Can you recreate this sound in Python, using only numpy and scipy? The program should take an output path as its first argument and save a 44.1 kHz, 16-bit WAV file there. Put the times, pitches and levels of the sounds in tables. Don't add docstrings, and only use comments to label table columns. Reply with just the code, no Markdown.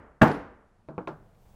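import sys
import numpy as np
from scipy import signal
from scipy.fft import rfft, irfft, next_fast_len
from scipy.io import wavfile
from scipy.ndimage import uniform_filter1d

SR = 44100
rng = np.random.default_rng(int(sys.argv[2]) if len(sys.argv) > 2 else 0)


def convert_level_to_amplitude(level_db):
    exponent = np.asarray(level_db, float) / 20
    return 10 ** exponent


def pcm_store(signal):
    levels = np.round(np.clip(np.atleast_2d(signal), -1, 1) * 32767)
    wavfile.write(sys.argv[1], SR, levels.astype(np.int16).T)


N = 68355
LEAD = SR // 2

# f/Hz, density/dB
AIR_SPECTRUM = [(12, -27.5), (20, 0.5), (91, -13), (127, -9.5), (158, -16), (198, -11), (248, -24.5),
                (802, -24.5), (16000, -67)]
# t/s, level/dB
HAND_MOVEMENT = [(0, -1), (0.502, -3), (0.799, 2), (1.2, 5), (1.4, 6.5), (1.55, 9.5)]
# t/s, level/dB
SLEEVE_HISS = [(0, -108), (.95, -104), (1.1, -83), (1.35, -81), (1.55, -75.5)]
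AIR_DB, SLEEVE_HZ = -64, 3980
MIC_HISS_DB, MIC_TOP_HZ, QUIET_TOP_HZ = -84, 11000, 11950

# f/Hz, density/dB
ROOM_SPECTRUM = [(18, -54.5), (30, -19), (59, -6), (128, -18), (223, -5.5), (497, -7), (1620, -17),
                 (12000, -61.5), (15600, -95.5), (22000, -120)]
# f/Hz, T60/s
ROOM_T60 = [(60, 0.96), (300, 0.64), (1500, 0.8), (8000, 0.26)]
ROOM_DB, ROOM_RISE_S = -17, 0.057

# t/s, f/Hz, level/dB
SQUEAK = [
    (1.37, 11600, -93),
    (1.408, 13550, -85),
    (1.456, 14550, -79),
    (1.476, 15100, -87),
    (1.495, 15700, -87),
    (1.55, 15550, -82),
]
# t/s, level/dB
RUSTLE = [(1.2, -93.5), (1.4, -79.5), (1.46, -76), (1.5, -74), (1.55, -74)]
RUSTLE_HZ = 5000
TICK_S, TICK_DB, TICK_HZ = 1.3472, -60, 3000

# t/s, level/dB, contact time/s, click level/dB, ring length factor
KNOCKS = [
    (0.8866, -40, 0.00019, -21, 1.02),
    (.9802, -36, 0.00011, -42, 0.85),
    (1.074, -36.5, 0.000077, -7, 1.12),
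]
# f/Hz, level/dB, T60/s
KNOCK_MODES = [
    [(150, -8, .6), (314.6, -9, 0.26), (497, -22, 0.16), (647, -3.5, 0.17), (836, -12, 0.079),
     (1970, -18, 0.036)],
    [(184, 5.5, 0.26), (315, 3, 0.36), (400, -10, .15), (497, 12.5, 0.077), (840, 13.5, 0.093),
     (1084, 12, 0.066), (2490, 10, 0.016)],
    [(154.2, -3, 0.35), (339.7, 2.5, 0.17), (392, -2, 0.21), (590, -7.5, 0.17), (1056, 9.5, 0.037),
     (1400, -1, .1), (2450, 2, 0.0083)],
]
# f/Hz, density/dB
KNOCK_SPECTRUM = [(30, -30), (150, -4.5), (340, -2.5), (600, -1), (1550, -9), (1850, -18), (2500, -19),
                  (4000, -33), (10000, -34)]
# f/Hz, T60/s
KNOCK_T60 = [(60, .2), (155, 0.39), (500, 0.16), (1500, 0.26), (2200, 0.15), (8000, 0.36)]
# f/Hz, level/dB, T60/s
SNAP_MODES = [(2306, -1.5, .012), (2520, -2.5, 0.018), (3530, -6, 0.008)]
SNAP_DB = [
    -30,
    -28.5,
    -19.5,
]
KNOCK_MODES_DB, KNOCK_ROOM_DB = -1, -19

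# t/s, click level/dB
HOPS = [
    (.243, -57.5),
    (0.2777, -34),
    (.3145, -36.5),
    (0.343, -44),
]
# t/s, f/Hz, level/dB, T60/s
STEEL_RINGS = [(.234, 14250, -57, .5), (.245, 14250, -64, .1), (.345, 14250, -80, .3),
               (.262, 10430, -72, .3), (.279, 10200, -60, .09), (.300, 10430, -63, .45),
               (.315, 10200, -70, .3), (.300, 7079, -68, .15), (.32, 12210, -84, .5),
               (.344, 15590, -83, .2)]
HOP_HZ, HOP_T60_S = 4000, 0.049
LAND_S, SEAT_S, SETTLE_S = .278, .0015, 0.36

# t/s, level/dB
BLOWS = [
    (-.33, -16),
    (0.2144, -21.5),
]
# t/s after first touch, level/dB
CHATTER = [(-.0003, -9), (.0020, 3), (.004, 6.5), (.0075, -7), (.013, -5.5), (.017, -3)]
# f/Hz, level/dB, T60/s
TABLE_MODES = [(230.8, -9, 5.0), (393, -26, 1.1), (505, -3, 0.51), (639, -3, 0.37), (807, -8.5, 0.35),
               (866, -9, 0.46), (1158, -6, 0.098), (1418, -25.5, 0.38), (1412, -7, 0.22), (1638, 7, 0.064),
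               (2202, -36, 0.76), (2369, -17, 0.068)]
# f/Hz, level/dB, T60/s
THUMP_MODES = [(38.2, -9, 0.076), (65, 0, .12), (90, -2.5, 0.1), (146.1, -1.5, 0.38), (241.6, -2.5, 0.36),
               (282.5, 1, 0.9), (660, -1, .1)]
# f/Hz, density/dB
BOOM_SPECTRUM = [(30, -6.5), (160, 2), (940, -5), (1320, -13), (1600, -12), (3400, -37), (8000, -48),
                 (16000, -59.5)]
# f/Hz, T60/s
BOOM_T60 = [(40, 0.05), (80, .25), (250, 0.32), (1000, 0.34), (5000, .45), (12000, .3)]
# f/Hz, density/dB
CRACK_SPECTRUM = [(300, -7.5), (1200, 2.5), (2200, -3.5), (3800, -15), (5000, -25), (7500, -24),
                  (11000, -32.5), (15500, -29.5)]
# f/Hz, T60/s
CRACK_T60 = [(1000, 0.15), (4000, .04), (12000, .1)]
TABLE_DB, THUMP_DB, BOOM_DB, CRACK_DB = 2, -3, 7, -9
TABLE_DAMP, BLOW_PUSH_S, THUMP_PUSH_S, THUMP_LAG_S = 0.31, .00012, .0004, 0.0031

CEILING, TOP_HZ = .78, 15850


def unit(x):
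    return x / np.sqrt(np.sum(x ** 2) / SR * 20)


def read(table, hz):
    a = np.array(table, float)
    return np.interp(np.log(hz), np.log(a[:, 0]), a[:, 1])


def curve(table, t):
    return np.interp(t, *np.array(table).T)


def filtered_noise(band_hz, kind):
    return signal.lfilter(*signal.butter(1, band_hz, kind, fs=SR), rng.standard_normal(N))


def walk(rate):
    k = int(SR / rate)
    steps = np.repeat(rng.standard_normal(N // k + 1), k)
    return 1.3 * uniform_filter1d(uniform_filter1d(steps, k), k)[:N]


def bands(n, colour, envelope):
    f = np.maximum(np.fft.rfftfreq(n, 1 / SR), 1)
    z = rfft(rng.standard_normal(n)) * convert_level_to_amplitude(read(colour, f))
    out = np.zeros(n)
    for hz in 20 * 2 ** (np.arange(21) / 2):
        weight = np.clip(1 - abs(2 * np.log2(f / hz)), 0, 1)
        out += irfft(z * weight, n) * envelope(hz)
    return out


def tail(colour, t60, rise_s, size=2 ** 14):
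    t = np.arange(size) / SR
    decaying = bands(size, colour, lambda hz: np.exp(-np.log(1000) * t / read(t60, hz)))
    return unit(decaying * (1 - np.exp(-t / rise_s)))


def modes(table, damp):
    t, out = np.arange(2 ** 14) / SR, 0
    for hz, db, t60 in table:
        out = out + convert_level_to_amplitude(db - 60 * t / (min(t60, .5) * damp)) * np.sin(2 * np.pi * hz * t)
    return unit(out)


def push(rows, width_s):
    x, pole = np.zeros(N + LEAD), np.exp(-1 / (width_s * SR))
    for s, gain in rows:
        x[LEAD + int(round(s * SR))] += gain
    return signal.lfilter([(1 - pole) ** 2], [1, -2 * pole, pole ** 2], x)


def ring(force, body):
    return signal.fftconvolve(force, body)[LEAD:LEAD + N]


def click(at_s, db, hz, t60):
    t = np.arange(N) / SR - at_s
    band = signal.butter(2, [hz / 2, min(hz * 1.16, 2e4)], "band", fs=SR)
    z = signal.lfilter(*band, rng.standard_normal(N))
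    return z * (t > 0) * convert_level_to_amplitude(db - 60 * np.maximum(t, 0) / t60)


def air():
    n, t = next_fast_len(N), np.arange(N) / SR
    tone = bands(n, AIR_SPECTRUM, lambda hz: np.resize(convert_level_to_amplitude(2.0 * walk(2.2) * (hz < 2000)), n))[:N]
    sleeve = filtered_noise(SLEEVE_HZ, "high") * convert_level_to_amplitude(curve(SLEEVE_HISS, t))
    mic = convert_level_to_amplitude(MIC_HISS_DB) * filtered_noise([3000, MIC_TOP_HZ], "band")
    top = signal.ellip(6, .5, 25, QUIET_TOP_HZ, fs=SR, output="sos")
    tone, mic = signal.sosfilt(top, tone), signal.sosfilt(top, mic)
    return tone / tone.std() * convert_level_to_amplitude(AIR_DB + curve(HAND_MOVEMENT, t)) + sleeve + mic


def strap():
    t = np.arange(N) / SR
    times, pitch, level = np.array(SQUEAK).T
    hz = np.interp(t, times, pitch) * (1 + .006 * walk(300))
    squeak = np.sqrt(2) * np.sin(2 * np.pi * np.cumsum(hz) / SR)
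    squeak = squeak * convert_level_to_amplitude(np.interp(t, times, level) + 2.3 * walk(80)) * (t > times[0])
    rustle = filtered_noise([RUSTLE_HZ / 2, RUSTLE_HZ * 2], "band")
    rustle = rustle * convert_level_to_amplitude(curve(RUSTLE, t) + 2.0 * walk(40))
    return squeak + rustle + click(TICK_S, TICK_DB, TICK_HZ, 0.033)


def knocks(room):
    out, forces = 0, 0
    for (s, db, width, edge_db, long), wood, snap_db in zip(KNOCKS, KNOCK_MODES, SNAP_DB):
        t60 = [(hz, seconds * long) for hz, seconds in KNOCK_T60]
        body = tail(KNOCK_SPECTRUM, t60, 0.0001) + convert_level_to_amplitude(KNOCK_MODES_DB) * modes(wood, 1)
        force = push([(s, convert_level_to_amplitude(db))], width)
        snap = ring(push([(s, convert_level_to_amplitude(db + 2 + snap_db))], .00004), modes(SNAP_MODES, 1))
        out = out + ring(force, body) + snap + click(s, db + edge_db, 3900, 0.11)
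        forces = forces + force * long ** 3
    out = out + convert_level_to_amplitude(KNOCK_ROOM_DB) * ring(forces, room)
    return signal.lfilter(*signal.butter(1, 70, "high", fs=SR), out)


def block():
    t, out = np.arange(N) / SR, 0
    landed = np.clip((t - LAND_S) / .01, 0, 1)
    for s, hz, db, t60 in STEEL_RINGS:
        age = np.maximum(t - s, 0)
        choke_db = 9 * landed * (s < LAND_S)
        size = convert_level_to_amplitude(db - 60 * age / t60 - choke_db) * (1 - np.exp(-age / SEAT_S))
        phase = 2 * np.pi * np.cumsum(hz * (1 + 0.0024 * walk(130))) / SR
        out = out + size * convert_level_to_amplitude(3.4 * walk(120)) * np.sin(phase)
    out = out * convert_level_to_amplitude(-200 * np.maximum(t - SETTLE_S, 0))
    return out + sum(click(s, db, HOP_HZ, HOP_T60_S) for s, db in HOPS)


def hammer(room):
    hits = []
    for s, db in BLOWS:
        for k, (delay, rel_db) in enumerate(CHATTER):
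            hits.append((s + delay, (-1) ** k * convert_level_to_amplitude(db + rel_db)))
    blow = [(s + .001, convert_level_to_amplitude(db)) for s, db in BLOWS]
    late = [(s + THUMP_LAG_S, gain) for s, gain in blow]
    instant = .5 / SR
    boom = tail(BOOM_SPECTRUM, BOOM_T60, 0.0025)
    wide = np.pad(boom, (0, len(room) - len(boom))) + convert_level_to_amplitude(ROOM_DB) * room
    out = convert_level_to_amplitude(BOOM_DB) * ring(push(blow, instant), wide)
    out += convert_level_to_amplitude(CRACK_DB) * ring(push(hits, instant), tail(CRACK_SPECTRUM, CRACK_T60, .0002))
    out += convert_level_to_amplitude(THUMP_DB) * ring(push(late, THUMP_PUSH_S), modes(THUMP_MODES, 0.99))
    return out + convert_level_to_amplitude(TABLE_DB) * ring(push(hits, BLOW_PUSH_S), modes(TABLE_MODES, TABLE_DAMP))


def scene():
    room = tail(ROOM_SPECTRUM, ROOM_T60, ROOM_RISE_S, size=2 ** 16)
    return (air() + strap() + knocks(room) + block() + hammer(room))[None]


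def roll_off(x):
    return signal.sosfilt(signal.butter(12, 16420, fs=SR, output="sos"), x)


def record(dry):
    rounded = CEILING * np.tanh(dry / CEILING)
    mix = signal.sosfilt(signal.ellip(6, .3, 30, TOP_HZ, fs=SR, output="sos"), rounded)
    return roll_off(mix)


dry = scene()
out = record(dry)
pcm_store(out)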